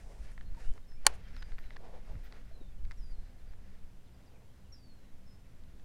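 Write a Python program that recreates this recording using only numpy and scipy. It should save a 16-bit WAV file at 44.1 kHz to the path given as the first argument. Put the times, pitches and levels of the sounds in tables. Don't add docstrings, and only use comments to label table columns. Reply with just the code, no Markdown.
import sys
import numpy as np
from scipy import signal
from scipy.fft import rfft, irfft
from scipy.io import wavfile
from scipy.ndimage import uniform_filter1d

SR = 44100
rng = np.random.default_rng(int(sys.argv[2]) if len(sys.argv) > 2 else 0)


def int16_out(signal):
    q = np.round(np.clip(np.atleast_2d(signal).T, -1, 1) * 32767)
    wavfile.write(sys.argv[1], SR, q.astype(np.int16))


def linear_from_db(decibels):
    return 10 ** (np.asarray(decibels, float) / 20)


N = 257594


def noise(colour):
    hz, db = np.transpose(colour)
    f = np.maximum(np.arange(N // 2 + 1) * SR / N, 1)
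    gain = linear_from_db(np.interp(np.log(f), np.log(hz), db, left=-90, right=-90))
    x = irfft(rfft(rng.standard_normal(N)) * gain, N)
    return x / x.std()


def walk(rate_hz):
    k = int(SR / rate_hz)
    held = np.repeat(rng.standard_normal(N // k + 1), k)
    return 1.1 * uniform_filter1d(uniform_filter1d(held, k), k)[:N]


def curve(table):
    return np.interp(np.arange(N) / SR, *np.transpose(table))


def swells(base_db, rows):
    t = np.arange(N) / SR
    power = linear_from_db(base_db) ** 2
    for s, half_s, db in rows:
        power = power + linear_from_db(db) ** 2 * np.exp(-((t - s) / half_s) ** 2)
    return np.sqrt(power)


def ring(hz, t60_s, phase=0.):
    t = np.arange(int(t60_s * SR)) / SR
    return np.sin(2 * np.pi * hz * t + phase) * np.exp(-np.log(1000) * t / t60_s)


def soft(x, rise_s):
    return x * np.minimum(np.arange(len(x)) / (rise_s * SR), 1)


def add(out, s, x):
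    i = int(round(s * SR))
    out[i:i + len(x)] += x[:len(out) - i]


def air():
    # (frequency [Hz], density [dB per Hz])
    sway_colour = [(1.5, -12), (3, 1.5), (8, -1), (14, -2.5), (20, -16)]
    # (frequency [Hz], density [dB per Hz])
    buffet_colour = [(14, -8.5), (20, 0), (30, -1.5), (45, -9.5), (70, -27.5)]
    # (frequency [Hz], density [dB per Hz])
    rumble_colour = [(35, -20), (50, 0.5), (100, -5.5), (160, -18), (300, -26.5)]
    # (time [s], level [dB])
    breeze = [
        (0, -48),
        (1.4, -51.5),
        (1.95, -54),
        (3.1, -45),
        (3.7, -61.5),
        (4.3, -62.5),
        (5.84, -59),
    ]
    # (time [s], half length [s], level [dB])
    gusts = [(0, 0.038, -49), (0.218, 0.026, -39), (0.501, 0.046, -34.5), (0.687, .025, -35.5),
             (.82, .025, -49), (1.073, 0.052, -42), (1.33, .07, -42.5), (1.478, 0.08, -41.5),
             (1.658, 0.03, -44.5), (2.13, 0.12, -44.5), (2.422, 0.11, -58), (2.769, .06, -44.5),
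             (2.858, 0.039, -34), (2.988, .04, -41), (3.212, 0.046, -43), (3.501, 0.075, -48),
             (3.871, 0.091, -51.5), (4.7, 0.022, -51), (5.32, 0.058, -62), (5.619, 0.044, -54),
             (5.76, 0.023, -63)]
    # (time [s], half length [s], level [dB])
    bumps = [
        (1.199, 0.055, -53),
        (2.14, 0.022, -38.5),
        (4.68, 0.047, -59),
        (5.332, 0.074, -57.5),
        (5.692, 0.049, -55),
    ]
    wind = swells(curve(breeze), gusts)
    sway_follow = .6
    sway = linear_from_db(-40 + 5 * walk(3.4)) * (wind / linear_from_db(-47.5)) ** sway_follow
    hull = np.hypot(swells(-59.5, bumps), linear_from_db(-14.5) * wind)
    return sway * noise(sway_colour) + wind * noise(buffet_colour) + hull * noise(rumble_colour)


def motor():
    # (centre [Hz], width [Hz], level [dB])
    hum = [
        (190, 10, -69.5),
        (253, 5, -75),
        (125.4, 18, -71.5),
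    ]
    out = np.zeros(N)
    for hz, w, db in hum:
        band = [(hz - 3 * w, -40), (hz - w / 2, 0), (hz + w / 2, 0), (hz + 3 * w, -40)]
        out += linear_from_db(db) * noise(band)
    return out


def marsh():
    # (frequency [Hz], density [dB per Hz])
    hush_colour = [(71, -33.5), (120, -3), (204, -11.5), (246, -9.5), (454, -15.5), (513, -16),
                   (988, -23.5), (2110, -27), (2870, -28.5), (14400, -38.5), (16000, -44.5)]
    return linear_from_db(-66.5 + 0.37 * walk(4.6)) * noise(hush_colour)


def cloth():
    # (frequency [Hz], density [dB per Hz])
    rub_colour = [(900, -16), (1400, -1), (1900, -0.5), (2400, -4.5), (3200, -10), (5000, -13),
                  (7000, -22.5)]
    # (frequency [Hz], density [dB per Hz])
    drag_colour = [(250, -18), (450, -2.5), (560, -3.5), (800, -7), (1200, -15.5)]
    # (frequency [Hz], density [dB per Hz])
    swish_colour = [(3500, -14.5), (5000, -0.5), (6500, -1.5), (8000, -2), (10000, -5), (12000, -16)]
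    # (time [s], level [dB])
    fidget_curve = [
        (0, -72.5),
        (.9, -80),
        (1.5, -71),
        (2.2, -73),
        (2.75, -79.5),
        (3.3, -73.5),
        (4.0, -80.5),
        (5.84, -78),
    ]
    # (time [s], half length [s], rub level [dB], drag over rub [dB])
    moves = [(0.125, 0.096, -74.5, 10), (0.274, 0.036, -64.5, -4), (0.46, 0.07, -78, 4.5),
             (0.624, 0.049, -62.5, -2.2), (0.762, 0.025, -72.5, 6.5), (1.112, 0.053, -63.5, 7),
             (1.299, 0.098, -66, -8), (1.668, .05, -66.5, -8.5), (1.74, .055, -74, 12),
             (1.909, 0.072, -69.5, 12), (2.105, .05, -72, 7.5), (2.275, 0.05, -67.5, -10),
             (2.354, 0.046, -68.5, 1.5), (2.449, 0.071, -74, -13), (2.598, 0.058, -77.5, 7),
             (3.7, 0.12, -77, -17), (4.2, 0.1, -76.5, 2.5), (4.359, 0.1, -81.5, 11)]
    # (time [s], half length [s], level [dB])
    sweeps = [
        (.04, 0.15, -76),
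        (0.208, 0.14, -75),
        (0.632, 0.047, -71.5),
        (0.755, 0.06, -79),
        (2.15, 0.1, -92.5),
        (3.1, .2, -84.5),
    ]
    fold, fidget_db = walk(60), curve(fidget_curve)
    rub = swells(fidget_db, [m[:3] for m in moves])
    drag = swells(fidget_db + 0.94, [(s, half_s, db + weight_db) for s, half_s, db, weight_db in moves])
    swish = swells(fidget_db - 11.5, sweeps)
    out = np.zeros(N)
    for gain, colour in ((rub, rub_colour), (drag, drag_colour), (swish, swish_colour)):
        flicker = linear_from_db(1.6 * fold + 2.2 * walk(25))
        out += gain * flicker * noise(colour)
    return out


def ticks():
    # (time [s], peak [dB], low ring [Hz], high over low [dB], high ring [Hz])
    tick_rows = [(.25, -58, 2000, -3, 4200), (0.3183, -55, 1730, -10, 4600),
                 (0.3782, -41.5, 1910, -22, 2700), (0.4104, -43, 1800, -10, 3100),
                 (0.548, -56, 1240, -5, 4400), (0.7377, -53, 1900, -11, 4600),
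                 (0.778, -48.5, 1220, -15, 4600), (.9189, -51.5, 1900, -13, 4200),
                 (1.285, -57, 2500, -8, 5000), (1.348, -45.5, 1950, -16, 2600),
                 (1.3657, -40, 1434, -8, 4200), (1.4234, -39, 1800, -10, 3500),
                 (1.4269, -38.5, 1500, -3, 3900), (1.52, -42.5, 2000, -14, 4000),
                 (1.5833, -41, 1800, -18, 2800), (1.5884, -46, 1490, -8, 4600),
                 (1.641, -54, 2700, -15, 3000), (1.706, -42, 2000, -18, 4300),
                 (1.7626, -42, 1100, -11, 2600), (1.7667, -40, 1800, -10, 4500),
                 (2.1533, -51, 1370, -18, 4200), (2.3244, -43, 1964, -7, 4400),
                 (2.4145, -58, 1420, -6, 2800), (2.8513, -51, 2200, -6, 4300),
                 (2.9111, -39.5, 2100, -12, 4700), (2.9176, -39.5, 1920, -10, 5000),
                 (2.9227, -50, 900, -18, 4200), (3.5355, -55, 900, -10.5, 4200),
                 (4.5381, -58, 1740, -15.5, 4200), (5.6371, -56, 1670, -11, 4200),
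                 (5.7972, -60, 1845, -5, 3400)]
    out = np.zeros(N)
    low = noise([(600, -10), (1000, -3.5), (1900, 4.5), (3000, -14), (4500, -15.0)])
    high = noise([(2500, -4), (3500, 13), (5500, -5), (9000, -12), (12000, -26)])
    n = 600
    fade = soft(np.exp(-np.arange(n) / (0.0021 * SR)), 0.00027)
    low_t60_s, high_t60_s, crack_db = 0.013, 0.0032, -1.5 - 4.5
    for s, db, low_hz, high_db, high_hz in tick_rows:
        i = int(s * SR)
        add(out, s, linear_from_db(db - 3.5) * soft(ring(low_hz, low_t60_s), 0.0009))
        add(out, s, linear_from_db(db + high_db + 8.0) * soft(ring(high_hz, high_t60_s), 0.00013))
        crack = fade * low[i:i + n] + linear_from_db(high_db) * fade ** 2 * high[i:i + n]
        add(out, s, linear_from_db(db + crack_db) * crack)
    return out


def whistle(out, rows, sway, quiver, bend, fade_db, swell_db, overtone_db, turn_share=1):
    for s, length_s, start_hz, end_hz, db in rows:
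        t = np.arange(int(length_s * SR)) / SR
        i = int(s * SR)
        hz = end_hz + (start_hz - end_hz) * np.abs(1 - t / (length_s * turn_share)) ** bend
        phase = 2 * np.pi * np.cumsum(hz * quiver[i:i + len(t)]) / SR
        swell = swell_db * np.maximum(1 - t / 0.02, 0)
        gain = linear_from_db(db + swell + fade_db * (t / length_s) ** 2)
        edge = np.minimum(np.minimum(t, length_s - t) / 0.004, 1)
        tone = np.sin(phase) + linear_from_db(overtone_db) * np.sin(2 * phase)
        add(out, s, np.sqrt(2) * gain * edge * sway[i:i + len(t)] * tone)


def birds():
    # (time [s], length [s], start [Hz], end [Hz], level [dB])
    far_notes = [(.25, .1, 2800, 3150, -82), (.548, .03, 3850, 3500, -80), (.75, .12, 3040, 3080, -84),
                 (1.72, .04, 3760, 3700, -79), (1.72, .02, 4020, 3980, -79), (2.715, .016, 3480, 3300, -78),
                 (2.70, .05, 2250, 2700, -80), (2.775, .02, 3050, 2950, -80),
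                 (3.385, .018, 4200, 4120, -77), (3.40, .025, 3750, 3400, -81),
                 (3.995, .035, 3100, 2450, -82), (4.06, .035, 4300, 2900, -76.5),
                 (4.175, .02, 3300, 3150, -82), (4.31, .022, 3200, 3050, -80),
                 (4.335, .035, 2750, 2300, -81), (4.495, .018, 3150, 3250, -80),
                 (4.638, .045, 3270, 2650, -82), (5.045, .02, 2950, 2900, -82)]
    # (time [s], length [s], start [Hz], end [Hz], level [dB])
    chirps = [
        (0.454, 0.036, 4300, 4200, -74),
        (0.797, 0.041, 3600, 3720, -80),
        (.955, .05, 2000, 2450, -78),
        (3.455, 0.046, 5100, 4700, -78.5),
        (4.132, 0.025, 5550, 4700, -71),
        (4.256, 0.033, 6300, 4670, -73.5),
    ]
    # (time [s], length [s], start [Hz], end [Hz], level [dB])
    slides = [(.632, 0.061, 2660, 3080, -70), (.688, .045, 3090, 3070, -74), (.675, 0.05, 3380, 3560, -79),
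              (1.51, .055, 4350, 4130, -74), (1.62, 0.085, 4080, 3900, -76),
              (2.515, .09, 4220, 3900, -77.5), (2.595, 0.062, 3930, 3550, -73.5),
              (2.655, .045, 3570, 3600, -74.5), (3.24, .05, 4130, 3950, -80), (5.0, .11, 4060, 3880, -85),
              (4.718, 0.013, 6000, 5550, -66), (4.722, 0.028, 5690, 5300, -51.5),
              (4.743, 0.017, 5350, 4860, -57), (4.752, .06, 4880, 4700, -68),
              (4.806, .065, 4700, 4460, -69), (4.965, .03, 4220, 4150, -76)]
    # (time [s], length [s], start [Hz], lowest [Hz], level [dB])
    hooks = [
        (.872, 0.102, 5400, 5220, -71),
        (1.238, .052, 3400, 3120, -74),
        (5.257, .105, 5400, 5120, -70.5),
    ]
    # (time [s], length [s], start [Hz], end [Hz], level [dB])
    plunges = [
        (1.335, .152, 5600, 4720, -69.5),
        (4.882, .08, 4420, 4220, -72),
    ]
    # (time [s], length [s], start [Hz], end [Hz], level [dB])
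    near_bird = [
        (2.972, .163, 5930, 4770, -70),
        (3.108, .12, 4480, 4140, -77.5),
    ]
    # (delay [s], level [dB])
    bank_echo = [
        (.014, -13),
        (.024, -15),
        (.044, -21),
    ]
    out = np.zeros(N)
    sway = linear_from_db(3.6 * walk(90) + 1.4 * walk(35))
    quiver = 1 + 0.0025 * walk(150)
    pure_db = -32
    whistle(out, far_notes, sway, quiver, 1.2, -3, -3, pure_db)
    whistle(out, chirps, sway, quiver, 2.8, 1.5, -5, pure_db)
    whistle(out, slides, sway, quiver, 1.1, -6.5, -11, pure_db)
    whistle(out, hooks, sway, quiver, 2, -8, -11, pure_db, turn_share=.5)
    whistle(out, plunges, sway, quiver, 1.8, -9.5, -5.5, pure_db)
    whistle(out, near_bird, sway, quiver, 3.9, -9.5, -5.5, overtone_db=-15)
    n, reed_t60_s = SR // 2, .25
    reeds = soft(rng.standard_normal(n) * np.exp(-np.log(1000) * np.arange(n) / (reed_t60_s * SR)), .012)
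    wet = linear_from_db(-13) * signal.fftconvolve(out, reeds / np.linalg.norm(reeds))[:N]
    echoes = sum(linear_from_db(db) * np.roll(out, int(lag_s * SR)) for lag_s, db in bank_echo)
    return out + wet + echoes


def snaps():
    # (time [s], peak [dB], ring [Hz])
    snap_rows = [
        (.3174, -48.5, 9900),
        (.7378, -49.5, 7450),
        (1.093, -55.5, 8270),
        (2.9112, -51, 8800),
    ]
    out = np.zeros(N)
    for s, db, hz in snap_rows:
        add(out, s, linear_from_db(db) * soft(ring(hz, .003), .0002))
    return out


def knocks():
    # (time [s], peak [dB], ring [Hz], t60 [s])
    knock_rows = [(0.544, -54, 1000, 0.042), (0.569, -44, 927, 0.072), (1.0666, -26, 410.2, .02),
                  (1.067, -36, 249.9, .03), (1.075, -54, 130.3, .5), (2.105, -52, 596, 0.046),
                  (2.123, -41, 95, 0.11), (2.127, -48, 299, 0.056), (2.511, -46.5, 656, 0.045),
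                  (2.611, -38.5, 330, 0.027), (2.613, -46, 210, .03), (2.612, -49, 800, .012),
                  (2.11, -48, 850, .03), (2.13, -46, 199.7, .07), (2.616, -49.5, 520.2, 0.035)]
    out = np.zeros(N)
    for s, db, hz, t60_s in knock_rows:
        add(out, s, linear_from_db(db) * soft(ring(hz, t60_s), .19 * t60_s))
    return out


def squeal():
    mode_hz = (12300, 13480, 14500, 15500)
    # (time [s], length [s], level [dB], upper modes [dB])
    squeal_rows = [
        (.580, .03, -78, -18),
        (1.36, .08, -82, -7),
        (1.573, 0.1, -78, -18),
        (1.66, 0.022, -84, 2.5),
        (2.052, 0.031, -82.5, -17.5),
        (2.115, .04, -79, -20),
        (2.236, 0.045, -75, -3),
        (2.279, .05, -85, -19),
    ]
    out = np.zeros(N)
    modes = [noise([(hz - 260, -30), (hz - 50, 0), (hz + 50, 0), (hz + 260, -30)]) for hz in mode_hz]
    for s, length_s, db, upper_db in squeal_rows:
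        i, n = int(s * SR), int(length_s * SR)
        fade = soft(np.linspace(1, .1, n), 0.0032)
        tone = modes[0] + linear_from_db(upper_db) * sum(modes[1:])
        add(out, s, linear_from_db(db) * fade * tone[i:i + n])
    return out


def clutch():
    # (time [s], level [dB], brightness [dB per octave])
    strikes = [
        (1.0502, -45, -4),
        (1.0540, -45, -6),
        (1.0643, -23, -4.5),
        (1.0662, -2, 1.5),
        (1.0684, -21, 4),
        (1.0718, -26, 0.5),
        (1.0745, -30, -4),
        (1.079, -43.5, -6),
        (1.0930, -51, -3),
        (1.0565, -46, -5),
    ]
    # (frequency [Hz], level [dB], t60 [s])
    body = [(565, -20, 0.026), (850, -8.5, .021), (1100, -14, 0.02), (1480, -9, 0.015), (1800, -6.5, .010),
            (2310, -11, .012), (2990, -9.5, 0.011), (3600, -18, .01), (4250, -6, 0.0085), (4610, -5, .008),
            (5500, -15, 0.0042), (5760, -9.5, 0.0088), (6250, -10, .006), (6913, -7, 0.0085),
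            (7650, -8.5, .006), (8221, -15, .008), (9320, -3.5, 0.0063), (9747, -3.5, 0.0035),
            (10420, -16, .008), (10760, -21, 0.01), (11700, -22, 0.0065), (13500, -23, 0.0055),
            (14500, -25.5, .004), (16400, -23.5, .004)]
    out, t = np.zeros(N), np.arange(N) / SR
    phases = np.pi * np.arange(len(body)) + 0.71 * rng.standard_normal((len(strikes), len(body)))
    for (s, db, tilt_db), row in zip(strikes, phases):
        for (hz, mode_db, t60_s), phase in zip(body, row):
            x = ring(hz, t60_s, phase)
            rise_s = 0.00035 * (4000 / hz) ** .4
            swell = (1 - np.exp(-np.arange(len(x)) / (rise_s * SR))) ** 2
            add(out, s, linear_from_db(db + mode_db + tilt_db * np.log2(hz / 3000)) * swell * x)
    since_s = np.maximum(t - strikes[3][0], 0)
    tail = linear_from_db(-36) * np.exp(-since_s / .006) + linear_from_db(-36 - 11.5) * np.exp(-since_s / 0.033)
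    tail = (since_s > 0) * tail
    hiss = noise([(350, -14.5), (600, -1), (1200, -1), (2500, -4.0), (5000, -16), (10000, -22.0), (14000, -33)])
    rattle_s, rattle_len_s = 1.147, .011
    rattle = linear_from_db(-67 + 3 * walk(220)) * np.exp(-.5 * ((t - rattle_s) / rattle_len_s) ** 2)
    rattle_noise = noise([(2500, -3), (3500, -5.5), (5000, -13.5), (6500, -1.0), (8000, -6.5), (9400, -4.5),
                          (12500, -11.5)])
    return out + tail * hiss + rattle * rattle_noise


def scene():
    near, far = ticks() + snaps() + knocks() + clutch(), birds()
    mid = air() + motor() + marsh() + cloth() + near + squeal() + far
    hiss_colour = [(200, -6), (700, -3.0), (1500, -4.5), (5000, -3), (10000, -2.5), (13000, -5.5)]
    hiss = linear_from_db(-87.5 + 1.5 * walk(20)) * noise(hiss_colour)
    band_pass = signal.butter(2, (5200, 7500), "bandpass", fs=SR, output="sos")
    band = linear_from_db(6) * signal.sosfilt(band_pass, near)
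    slope = linear_from_db(-12) * np.gradient(np.roll(near + far, 7))
    late = linear_from_db(-9) * np.roll(near, 3)
    dull = linear_from_db(-9) * signal.lfilter([.05], [1, -.95], near)
    side = linear_from_db(-27) * (slope + late + dull + band) + hiss
    return np.array([mid + side, mid - side])


def top_cut(x):
    return signal.sosfilt(signal.butter(12, 16740, fs=SR, output="sos"), x)


def record(dry):
    low_pass = signal.ellip(8, .2, 70, 16300, fs=SR, output="sos")
    cut = signal.sosfilt(low_pass, np.clip(dry, -1, 1))
    return top_cut(cut)


dry = scene()
out = record(dry)
int16_out(out)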